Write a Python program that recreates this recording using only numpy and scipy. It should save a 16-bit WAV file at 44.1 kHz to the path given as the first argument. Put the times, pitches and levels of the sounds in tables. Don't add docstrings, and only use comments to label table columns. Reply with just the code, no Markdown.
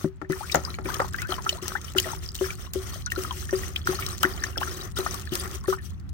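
import sys
import numpy as np
from scipy import signal
from scipy.fft import rfft, irfft, next_fast_len
from scipy.io import wavfile
from scipy.ndimage import uniform_filter1d, map_coordinates

SR = 44100
rng = np.random.default_rng(int(sys.argv[2]) if len(sys.argv) > 2 else 0)


def dump(signal):
    limited = np.clip(np.atleast_2d(signal).T, -1, 1)
    pcm = np.round(limited * 32767).astype(np.int16)
    wavfile.write(sys.argv[1], SR, pcm)


N = 270333
TIME = np.arange(N) / SR
AGE = np.arange(SR // 4) / SR

# (start [s], length [s], rub [dB], churn [dB], time to turn [s], easing at turn [dB])
STROKES = [(-0.01, 0.058, -48.5, -48.5, 0.019, -1.5), (0.29, 0.3, -42, -43.5, 0.039, 2.5),
           (0.516, 0.22, -47, -42, 0.061, 18), (0.838, 0.22, -42, -38, 0.089, -3.5),
           (1.124, 0.08, -39, -39.5, 0.03, 13), (1.28, 0.26, -37.5, -37, 0.13, 16.5),
           (1.616, 0.27, -39.5, -41.5, .19, 13), (1.96, 0.28, -36, -39, 0.24, 13),
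           (2.339, 0.12, -39, -60, 0.012, 9.5), (2.409, 0.24, -42, -43, 0.16, 9),
           (2.731, 0.27, -39, -43, 0.066, 4.5), (3.108, 0.072, -34, -35.5, 0.046, 16),
           (3.171, 0.27, -40, -44, 0.13, 4.5), (3.478, 0.011, -45.5, -50, .02, -3.5),
           (3.519, 0.26, -38.5, -39.5, 0.22, 10), (3.85, 0.29, -37.5, -37.5, 0.052, -4),
           (4.198, 0.31, -40, -37.5, 0.19, 7), (4.595, 0.26, -39, -38, 0.25, 0),
           (4.955, 0.31, -38, -38, 0.29, 12), (5.313, 0.24, -36, -36, 0.18, 6),
           (5.669, 0.18, -35.5, -49, 0.13, 33)]
# (frequency [Hz], bandwidth [Hz], gain [dB])
AIR_MODES = [(377.3, 17, 7), (528, 57, -2.5), (747, 13, 4.5)]
# (frequency [Hz], density [dB])
TEAR_SPECTRUM = [(800, -17.5), (2000, -9), (3200, -4.5), (4200, -4), (6000, -5), (9500, -4), (11500, -21),
                 (13500, -8.5), (16000, -9)]


def amp(db):
    return 10 ** (np.asarray(db) / 20)


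def unit(x):
    return x / np.sqrt(np.mean(x ** 2) + 1e-20)


def along(points, hz):
    f, values = np.transpose(points)
    return np.interp(np.log(hz + 1), np.log(f + 1), values)


def wobble(rate, size=N):
    return map_coordinates(rng.standard_normal(int(size * rate / SR) + 4), [TIME[:size] * rate])


def filtered(x, response):
    n = x.shape[-1]
    padded = next_fast_len(n + 8192)
    return irfft(rfft(x, padded) * response(np.fft.rfftfreq(padded, 1 / SR)), padded)[..., :n]


def resonances(modes, f):
    return sum(amp(db) * 1j * f * width / (hz * hz - f * f + 1j * f * width) for hz, width, db in modes)


def panned(db):
    return unit(amp([[db / 2], [-db / 2]]))


def at_rim(pair, spectrum):
    # (frequency [Hz], correlation [1])
    coherence = [(60, 0.077), (150, 0.16), (350, 0.94), (700, 0.2), (3000, -0.077), (9000, 0.019),
                 (13000, 0.78)]
    # (frequency [Hz], left over right [dB])
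    lean = [(150, -1.5), (380, 5.5), (1300, 3.5), (2400, 0.5), (4400, 8), (6500, 16), (9000, 0.5),
            (15000, 0)]

    def mid_side(hz):
        angle = np.arccos(np.clip(along(coherence, hz), -1, 1)) / 2
        return amp(along(spectrum, hz)) * [np.cos(angle), np.sin(angle)]

    mid, side = filtered(pair, mid_side)
    stereo = np.array([mid + side, mid - side])
    return unit(filtered(stereo, lambda hz: amp(np.outer([.5, -.5], along(lean, hz)))))


def noise(spectrum, size):
    return at_rim(rng.standard_normal((2, size)), spectrum)


def fade(t60, attack, t=AGE):
    return np.exp(-np.log(1000) * t / t60) * (1 - np.exp(-t / attack))


def mode(hz, t60, attack, phase=0):
    return fade(t60, attack) * np.sin(2 * np.pi * hz * AGE + phase)


def shaped(sound, envelope):
    return unit(sound * envelope) * np.sqrt(np.mean(envelope ** 2))


def add(track, s, sound):
    part = track[:, max(0, round(s * SR)):][:, :sound.shape[-1]]
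    part += sound[..., :part.shape[-1]]


def rumble(rumble_db=5, hum_db=-2, hum_hz=76.5):
    # (time [s], level [dB])
    drift = [(0.0, -48.5), (0.29, -49.5), (0.62, -41.5), (1.1, -40.5), (1.74, -44.5), (3.2, -42),
             (5.98, -42), (6.13, -39)]
    # (frequency [Hz], density [dB])
    spectrum = [(22, -39), (33, -17), (45, -2), (80, 4.5), (144, -7), (183, -8.5), (249, -19.5), (295, -22),
                (330, -26), (430, -51), (730, -120)]
    level_db = np.interp(TIME, *np.transpose(drift))
    hum = unit(np.array([np.sin(2 * np.pi * hum_hz * TIME + 1.7 * wobble(3.6)) for _ in range(2)]))
    return amp(level_db) * (amp(rumble_db) * noise(spectrum, N) + amp(hum_db) * hum)


def room_air(air_db=-65):
    # (frequency [Hz], density [dB])
    spectrum = [(300, -14), (700, -1.5), (1500, -3), (3000, -12), (8000, -30), (16000, -43)]
    return amp(air_db) * noise(spectrum, N)


def sweep(start, length, turn, ease_db, linger_db, settle_db_per_s):
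    attack_s, half_turn_s = 0.012, 0.044
    sag_db_per_s, release_db_per_s = 13, 340
    t = np.maximum(TIME - start, 0)
    after = np.maximum(t - length, 0)
    turning = np.exp(-((t - turn) / half_turn_s) ** 2)
    push_db = -sag_db_per_s * t - ease_db * turning - release_db_per_s * after
    linger = amp(linger_db - settle_db_per_s * after) * (after > 0)
    return np.minimum(t / attack_s, 1) * np.maximum(amp(push_db), linger)


def rub_level():
    return sum(amp(db) * sweep(s, length, turn, ease_db, linger_db=-18.5, settle_db_per_s=154)
               for s, length, db, _, turn, ease_db in STROKES)


def churn_level(lag_s=0.0053, follows=0.62):
    return sum(amp(db) * sweep(s + lag_s, length, turn, follows * ease_db, -16, settle_db_per_s=32.5)
               for s, length, _, db, turn, ease_db in STROKES)


def patchy(x, depth_db):
    spectrogram = signal.stft(x, nperseg=256)[2]
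    field = rng.standard_normal(spectrogram.shape[1:])
    field = uniform_filter1d(uniform_filter1d(field, size=4, axis=0), size=7, axis=1)
    return signal.istft(spectrogram * amp(depth_db * unit(field)), nperseg=256)[1][:, :N]


def rubbing(rub_db=-1, grit_db=1.0, chatter_db=2.0):
    # (frequency [Hz], density [dB])
    spectrum = [(1060, -40), (1800, -5.5), (2680, -7.5), (3140, -2), (3710, -7.5), (3990, -8), (4630, -8.5),
                (6120, -4.5), (7030, -16), (8160, -6.5), (9800, -6.5), (11400, -28.5), (12800, -9),
                (14900, -11.5), (16000, -10), (16500, -55)]
    grit = rng.standard_normal((2, N)) * amp(grit_db * wobble(1500) + chatter_db * wobble(70))
    return amp(rub_db) * rub_level() * at_rim(patchy(grit, depth_db=3), spectrum)


def bubble(hz, t60, rise, t):
    glide = .6 * np.tanh(rise * t / .6)
    cycles = hz * np.cumsum(1 + glide) / SR
    right_lag_cycles = np.array([[0], [min(hz * rng.uniform(0.0001, 0.00032), .34)]])
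    return fade(t60, 2.2 / hz, t) * np.sin(2 * np.pi * (cycles - right_lag_cycles))


def swarm(centre_hz, spread, life_cycles, rise, size_db, count):
    out = np.zeros((2, N))
    for when, size, pitch in zip(rng.random(count), rng.exponential(size=count),
                                 rng.standard_normal(count)):
        hz = np.clip(centre_hz * np.exp(spread * pitch), 500, 14000)
        t60 = life_cycles / hz
        ring = bubble(hz, t60, rise, AGE[:int(t60 * SR) + 2])
        add(out, when * N / SR, amp(size_db * min(size, 2)) * ring)
    return unit(out)


def churning(wash_db=-4.5, froth_db=-11, gurgle_db=-8, air_db=-7, calming_db_per_s=1.5):
    # (frequency [Hz], density [dB])
    spectrum = [(400, 3), (600, -2.5), (720, 4), (900, -7), (1130, 7.5), (1360, 9), (1600, -1.5), (1850, 5),
                (2300, -4), (3500, -21.5)]
    wash = amp(wash_db + 2.2 * wobble(35) + 3.5 * wobble(300)) * noise(spectrum, N)
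    froth = swarm(centre_hz=1558, spread=0.308, life_cycles=56, rise=8.8, size_db=12.5, count=900)
    gurgle = swarm(centre_hz=1377, spread=0.285, life_cycles=58, rise=12.6, size_db=6.5, count=170)
    bubbling = amp(froth_db) * panned(db=10.5) * froth + amp(gurgle_db) * panned(db=20) * gurgle
    drive = noise([(150, -8), (300, 7.5), (800, -13.0), (1500, -51.0)], N)
    murmur = amp(air_db) * unit(filtered(drive, lambda f: resonances(AIR_MODES, f)))
    calming = amp(-calming_db_per_s * TIME)
    return churn_level() * (wash + murmur + calming * bubbling)


def spits(size_db, t60, count):
    sizes = amp(size_db * np.minimum(rng.exponential(size=count), 2))
    tears = np.bincount(rng.integers(0, N, count), sizes, N)
    return unit(signal.fftconvolve(tears, fade(t60, t60 / 12))[:N] * noise(TEAR_SPECTRUM, N))


def crackle(burst_db=-9, click_db=-12, pip_db=-13, tick_db=-10, cling_s=0.46, foam_limit_db=13):
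    activity = np.sqrt(rub_level() * churn_level())
    smoothed = np.abs(uniform_filter1d(activity, int(cling_s * SR)))
    foam_level = np.minimum(smoothed, amp(foam_limit_db) * activity)
    bursts = swarm(centre_hz=5400, spread=0.25, life_cycles=85, rise=3, size_db=9, count=380)
    pips = swarm(centre_hz=3900, spread=0.28, life_cycles=32, rise=3.6, size_db=8.5, count=420)
    clicks = swarm(centre_hz=8600, spread=.2, life_cycles=50, rise=0, size_db=12, count=260)
    ticks = spits(size_db=9, t60=0.012, count=340)
    foam = amp(pip_db) * panned(db=3.5) * pips + amp(click_db) * clicks + amp(tick_db) * ticks
    return activity * amp(burst_db) * panned(db=8) * bursts + foam_level * foam


def wall_ring(attack, scatter_db=2):
    # (frequency [Hz], level [dB], t60 [s])
    modes = [(161.4, -2.5, 0.11), (225, 5, 0.042), (306.4, 4.5, 0.069), (405, -19, 0.023), (532, 1.5, 0.02)]
    return sum(amp(db + scatter_db * rng.normal()) * mode(hz, t60, attack) for hz, db, t60 in modes)


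def bumps(air_db=6, wall_db=2, knock_db=7, knock_hz=533, blur_rad=0.35):
    # (time [s], level [dB], relative thud [dB],
    # relative knock [dB], relative edge [dB], air column frequency [Hz], its t60 [s])
    blows = [(0.044, -24.5, 5.5, -7, -4, 379, 0.17), (0.298, -23, -1.5, -13, -4, 375.5, 0.17),
             (0.854, -30, -1.5, -8.5, -10, 376, 0.21), (1.291, -31.5, -12, -13.5, 0, 370.4, 0.14),
             (1.623, -32, -13, -30, -17, 368, 0.12), (1.957, -20, -18, -26, -29, 372.2, 0.11),
             (2.411, -18.5, -28, -12, -5.5, 376.7, 0.15), (2.755, -23.5, -14, -11, -18, 376, 0.18),
             (3.174, -24.5, -12, -12, -15, 374.7, 0.16), (3.528, -18, -24, -10.5, -9.5, 376.5, 0.17),
             (3.887, -22, -7, -13, -29, 372, 0.15), (4.246, -23.5, -5.5, -13.5, -27, 371.6, 0.14),
             (4.988, -23, -13, -26, -7, 374.7, 0.14), (5.32, -27, -2.5, -30, -27, 365.6, 0.15),
             (5.681, -16.5, -22, -11.5, -9, 378.2, 0.16)]
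    # (frequency [Hz], density [dB])
    edge_spectrum = [(120, -25), (300, -0.5), (550, 10), (760, 1), (900, -5.5), (1350, 3.5), (1850, -12),
                     (2600, -19), (8000, -54)]
    out = np.zeros((2, N))
    for s, db, thud_db, hard_db, edge_db, hz, t60 in blows:
        column = amp(air_db) * mode(hz, t60, attack=.0045)
        thud = amp(wall_db + thud_db) * wall_ring(attack=.002)
        slip = blur_rad * wobble(200, len(AGE))
        knock = amp(knock_db + hard_db) * mode(knock_hz, t60=0.068, attack=0.00049, phase=slip)
        edge = amp(edge_db) * shaped(noise(edge_spectrum, len(AGE)), fade(t60=0.031, attack=0.0005))
        add(out, s, amp(db) * ((column - thud + knock) * panned(db=8) + edge))
    return out


def taps(clack_db=-2, scuff_db=-9, tail_db=-19, air_db=-6):
    # (time [s], level [dB], relative hollow body [dB])
    strikes = [(0.2155, -23, -7), (0.5468, -1, -20.5), (0.56, -26.5, -2.5), (0.572, -24, -2.5),
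               (0.7864, -19.5, -11.5), (1.001, -9, -20.5), (1.95, -24, -4.5), (2.057, -23.5, -15),
               (4.572, -20.5, -15.5)]
    # (frequency [Hz], level [dB], t60 [s])
    clack_modes = [(540, -8.5, 0.027), (806, -11.5, 0.013), (1350, -5, 0.016), (1845, 3, 0.0068),
                   (2420, -10, 0.0021)]
    # (frequency [Hz], density [dB])
    scuff_spectrum = [(100, -8), (300, -13), (520, 4), (800, 5), (1100, -9), (1360, 5), (1550, -12),
                      (1850, -4.5), (2700, -21), (6500, -27.5), (15000, -40)]
    out = np.zeros((2, N))
    for s, db, hollow_db in strikes:
        clack = sum(amp(level + rng.normal()) * mode(hz, t60, attack=0.00095)
                    for hz, level, t60 in clack_modes)
        contact = amp(scuff_db) * fade(t60=0.026, attack=0.00021)
        tail = amp(tail_db) * fade(t60=0.15, attack=0.0012)
        scuff = shaped(noise(scuff_spectrum, len(AGE)), contact + tail)
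        column = amp(air_db) * mode(AIR_MODES[0][0], t60=0.32, attack=0.0025)
        body = amp(hollow_db) * (wall_ring(attack=0.0079) + column)
        add(out, s, amp(db) * (amp(clack_db) * clack * panned(db=14) + scuff + body * panned(db=10.5)))
    return out


def plops(plop_db=-0.5, splash_db=-10.5, splash_octaves=0.43, quiver_db=3.0):
    # (time
    # [s], level [dB], frequency [Hz], t60 [s], relative pitch rise [1/s], # left over right [dB])
    bubbles = [(0.219, -15.5, 1240, 0.013, 15, 15), (0.245, -36, 1630, 0.047, 18, 5),
               (0.307, -26, 1910, 0.047, 6, 0), (0.322, -19.5, 1330, 0.019, 20, 14),
               (0.329, -19.5, 1654, 0.029, 14, 2), (0.406, -24, 767, 0.056, 13, 11),
               (0.427, -30, 1054, 0.098, 29, 8), (0.497, -18, 2300, 0.027, 7, 2),
               (0.52, -14.5, 5020, 0.019, 39, 20), (0.522, -20, 3850, 0.033, -3, 12),
               (0.556, -7.5, 6700, 0.0071, 8, 15), (0.65, -15.5, 5150, 0.016, -17, 20),
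               (0.672, -26.5, 877, 0.085, 38, 5), (0.703, -25, 3960, 0.017, 5, 8),
               (0.742, -25, 4080, 0.01, 16, 18), (0.741, -27, 2230, 0.042, 2, 2),
               (0.856, -25, 2290, 0.033, 7, 7), (0.893, -30, 852, 0.059, 28, 10),
               (0.901, -15.5, 1470, 0.018, 16, 12), (0.942, -15, 3215, 0.019, -7, 13),
               (0.957, -24, 1330, 0.04, -6, 17), (0.995, -15.5, 1110, 0.051, 22, -2),
               (1.017, -14, 1180, 0.026, 18, 7), (1.056, -28, 990, 0.035, 22, 5),
               (1.143, -15.5, 1626, 0.04, -1.5, 14), (1.184, -27, 1860, 0.16, 7, 3),
               (1.218, -25.5, 1513, 0.092, -4.5, 7), (1.227, -32, 2640, 0.06, -1, 0),
               (1.247, -29, 1430, 0.12, 6.5, 7), (1.341, -22, 3100, 0.017, -7, 17),
               (1.32, -16, 1225, 0.036, 13.5, 8), (1.323, -22, 740, 0.054, -1, 4),
               (1.322, -14, 3170, 0.013, 6, 25), (1.382, -21, 1043, 0.047, -3, 8),
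               (1.461, -17.5, 796, 0.019, 20, 11), (1.464, -15.5, 1280, 0.047, 5, -1),
               (1.492, -11, 2995, 0.03, 0, -1), (1.492, -15.5, 5300, 0.017, 59, 14),
               (1.527, -22, 4090, 0.022, 2, 18), (1.526, -18.5, 640, 0.019, -12, 5),
               (1.579, -32, 950, 0.082, 8, 11), (1.681, -26, 5700, 0.0097, 8, 10),
               (1.72, -0.5, 1180, 0.0048, 26, 12), (1.752, -16.5, 1334, 0.067, 34.5, 11),
               (1.752, -15, 845, 0.024, -4, 9), (1.848, -27, 5640, 0.017, 2, 14),
               (1.881, -29.5, 3030, 0.031, 0, 16), (1.964, -20, 1334, 0.054, 6.5, 9),
               (1.984, -3.5, 2890, 0.028, 15.5, 2.5), (2.028, -26, 4600, .014, 4, 18),
               (2.043, -25.5, 1964, 0.043, -5.5, 16), (2.06, -26.5, 654, 0.097, -2, 7),
               (2.068, -27, 1304, 0.041, -1.5, 18), (2.101, -26.5, 1310, 0.063, 3.5, 16),
               (2.132, -13.5, 904, 0.02, 0, 15), (2.261, -24, 5100, 0.015, 11, 12),
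               (2.289, -20, 5000, 0.011, -11, -2), (2.351, -28.5, 3570, 0.042, 15, 0),
               (2.388, -26, 2940, .018, 3, 6), (2.441, -22.5, 1580, 0.045, 12, 2),
               (2.459, -23.5, 1130, 0.023, 13, 5), (2.485, -32, 1295, 0.08, 4.5, 10),
               (2.504, -16.5, 2350, 0.019, 0, 0), (2.672, -31, 1020, 0.026, 10, 6),
               (2.934, -30, 1050, 0.031, 18, 3), (2.957, -31.5, 610, 0.037, 6, 2),
               (3.061, -19, 6150, 0.023, -11, 15), (3.063, -34.5, 4480, 0.069, -19, 3),
               (3.066, -26.5, 1440, 0.068, 1, 5), (3.101, -24, 2780, 0.014, 2, 7),
               (3.119, -8.5, 1760, 0.015, 18, 5), (3.161, -23, 1390, 0.028, 4, 9),
               (3.16, -24, 4200, 0.017, 3, 4), (3.248, -17, 1295, 0.026, -3, 9),
               (3.309, -16.5, 3200, 0.012, 5, 14), (3.308, -18, 1062, 0.05, -6, 6),
               (3.491, -23, 1650, 0.03, 17, -3), (3.509, -24, 5770, .013, 6, 20),
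               (3.535, -19, 1760, 0.019, 4, 1), (3.633, -25, 1870, 0.046, 6, 2),
               (3.76, -11.5, 2510, 0.013, 3, -3), (3.762, -15, 3100, 0.023, 30, 9),
               (3.873, -2.5, 1450, 0.012, -3, 2), (3.896, -19, 1220, 0.028, 10, 3),
               (3.93, -21.5, 733, 0.03, 12, 4), (3.989, -19.5, 1220, 0.043, 9, 8),
               (4.023, -25.5, 2250, 0.077, 0.5, -1), (4.023, -24, 2930, 0.02, -1, 5),
               (4.064, -21, 3890, 0.017, 19, 8), (4.065, -20, 5540, 0.016, 6, 20),
               (4.082, -27, 1196, 0.044, 3, 3), (4.104, -25.5, 1180, 0.031, 4.5, 10),
               (4.128, -26, 1150, 0.032, 4, 4), (4.2315, -8.5, 3050, 0.0094, -2, 22),
               (4.233, -2, 1330, 0.016, -11, 3), (4.232, -16.5, 714, 0.033, 8.5, 8),
               (4.24, -4.5, 1360, 0.028, 24, 14), (4.2505, -7, 1790, 0.017, 18, -2),
               (4.42, -27, 1700, 0.041, 8, 5), (4.437, -17.5, 5640, 0.024, 28, 12),
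               (4.438, -10.5, 1648, 0.028, 17, 5), (4.558, -23.5, 1520, 0.024, 9, 10),
               (4.577, -15.5, 5100, 0.016, 30, 11), (4.582, -18, 3360, 0.017, -7, 6),
               (4.612, -24, 2720, .018, 2, 5), (4.615, -6, 870, 0.009, 51, 6),
               (4.619, -16.5, 1010, 0.032, 14, 4), (4.628, -21, 2960, 0.013, 6, 0),
               (4.631, -13.5, 1504, 0.024, 18, 4), (4.671, -22, 1353, 0.051, 0.5, 4),
               (4.967, -24.5, 1340, 0.069, 5, 19), (4.975, -14, 3620, 0.015, 3, 4),
               (4.998, -3, 1220, 0.0055, 5, 6), (5.0625, -9.5, 1144, 0.031, 23, 6),
               (5.063, -19, 676, 0.028, 4, 5), (5.064, -22, 1780, 0.039, 2, 4),
               (5.11, -20, 5860, 0.015, 8, 15), (5.146, -21, 1160, 0.032, 2, 16),
               (5.182, -32, 1360, 0.031, -1, 8), (5.273, -27, 1670, 0.023, 11, 9),
               (5.332, -20, 2780, 0.015, 9, -2), (5.354, -23, 6520, 0.013, 6, 20),
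               (5.398, -17, 9500, 0.0091, 7, 3), (5.641, -30.5, 1050, 0.061, 5, 7),
               (5.657, -33, 1740, 0.03, 10, 0), (5.68, -20.5, 1254, 0.033, 7, 3),
               (5.699, -25.5, 1336, 0.047, 0.5, 7), (5.7255, -10.5, 1138, 0.054, 9.5, 2),
               (5.782, -35, 1850, 0.093, -3, 3)]
    out, t = np.zeros((2, N)), AGE[:SR // 14]
    for s, db, hz, t60, rise, pan_db in bubbles:
        quiver = amp(quiver_db * np.tanh(wobble(640, len(t))))
        band = lambda f: np.exp(-(np.log2((f + 1) / hz) / splash_octaves) ** 2 / 2)
        hiss = filtered(rng.standard_normal((2, len(t))), band)
        splash = amp(splash_db) * shaped(hiss, fade(0.98 * t60, 2 / hz, t))
        add(out, s, amp(db + plop_db) * panned(pan_db) * (quiver * bubble(hz, t60, rise, t) + splash))
    return out


def snaps(spit_db=-1.5, fizz_db=3, ragged_db=4):
    # (time [s], level [dB], relative fizz [dB])
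    ruptures = [(0.321, -23.5, -14), (0.516, -18, -8.5), (0.544, -15.5, -14), (0.558, -22, -29),
                (0.9432, -17.5, -25), (1.133, -28, -22), (1.162, -28, -26), (1.218, -20.5, -44),
                (1.271, -34, -12), (1.4936, -17, -29.5), (1.6805, -14.5, -6), (1.976, -21.5, -19),
                (1.982, -9.5, -22), (1.999, -10, -9), (2.346, -25, -11), (2.352, -21, -16),
                (2.363, -25.5, -8), (2.7347, -18, -7), (3.104, -31, -7), (3.1189, -20.5, -20.5),
                (3.236, -20.5, -31.5), (3.7596, -25, -8), (3.8703, -19, -15), (4.063, -19, -38),
                (4.2306, -10.5, -3), (4.439, -25, -25), (4.578, -24, -11), (4.987, -18.5, -3),
                (5.143, -20.5, -18), (5.335, -22, -11), (5.3535, -11.5, -13), (5.998, -42.5, -26),
                (6.092, -38, -23)]
    # (frequency [Hz], density [dB])
    fizz_spectrum = [(8000, -9), (11500, -13), (13500, 0), (15300, 6), (16300, -24)]
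    out, t = np.zeros((2, N)), AGE[:SR // 20]
    body, fizz = noise(TEAR_SPECTRUM, N + len(t)), noise(fizz_spectrum, N + len(t))
    envelope = fade(t60=.015, attack=.0005, t=t)
    for s, db, top_db in ruptures:
        now = slice(round(s * SR), round(s * SR) + len(t))
        spit = body[:, now] + amp(fizz_db + top_db) * fizz[:, now]
        tear = unit(amp(ragged_db * wobble(1180, len(t))))
        add(out, s, amp(db + spit_db) * panned(db=-1.5) * shaped(tear * spit, envelope))
    return out


def sloshes(lumps_db=5):
    # (time [s], level [dB], t60 [s])
    waves = [(0.549, -25.5, 0.081), (0.885, -24.5, 0.11), (1.004, -24, 0.16), (1.222, -44, 0.077),
             (2.065, -38.5, 0.19), (2.445, -41, 0.071), (3.245, -43, 0.06), (4.235, -27, 0.15),
             (4.425, -39, 0.08), (4.614, -34, 0.11), (4.995, -33, 0.06)]
    # (frequency [Hz], density [dB])
    spectrum = [(200, -13), (500, -9), (800, 6), (1250, 10), (1700, -12), (2500, -17), (5000, -55)]
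    out = np.zeros((2, N))
    for s, db, t60 in waves:
        lumpy = noise(spectrum, len(AGE)) * amp(lumps_db * wobble(259, len(AGE)))
        add(out, s, amp(db) * shaped(lumpy, fade(t60, attack=0.0049)))
    return out


def pitcher_echo(x, wet_db=-13, cross_db=-6):
    # (frequency [Hz], bandwidth [Hz], gain [dB])
    cross_modes = [(1394, 88, -3.5), (1835, 24, 4.5), (2950, 75, -17)]
    tail = rng.standard_normal((2, len(AGE))) * fade(t60=.05, attack=.0008)
    echo = signal.fftconvolve(x, tail / np.linalg.norm(tail[0]), axes=1)[:, :N]
    ring = filtered(x.mean(axis=0), lambda f: resonances(cross_modes, f))
    return x + amp(cross_db) * panned(db=6) * ring + amp(wet_db) * echo


def rim_notch(x):
    # (frequency [Hz], bandwidth [Hz], gain [dB])
    reflection = [(2195, 255, -11)]
    return filtered(x, lambda hz: 1 - resonances(reflection, hz))


def scene():
    deep = pitcher_echo(plops() + snaps() + crackle()) + churning() + sloshes() + rubbing()
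    return bumps() + taps() + rim_notch(deep) + rumble() + room_air()


def record(dry, ceiling=.95, top_hz=16000):
    rounded = dry / (1 + np.abs(dry / ceiling) ** 6) ** (1 / 6)
    return filtered(rounded, lambda hz: hz < top_hz)


dry = scene()
out = record(dry)
dump(out)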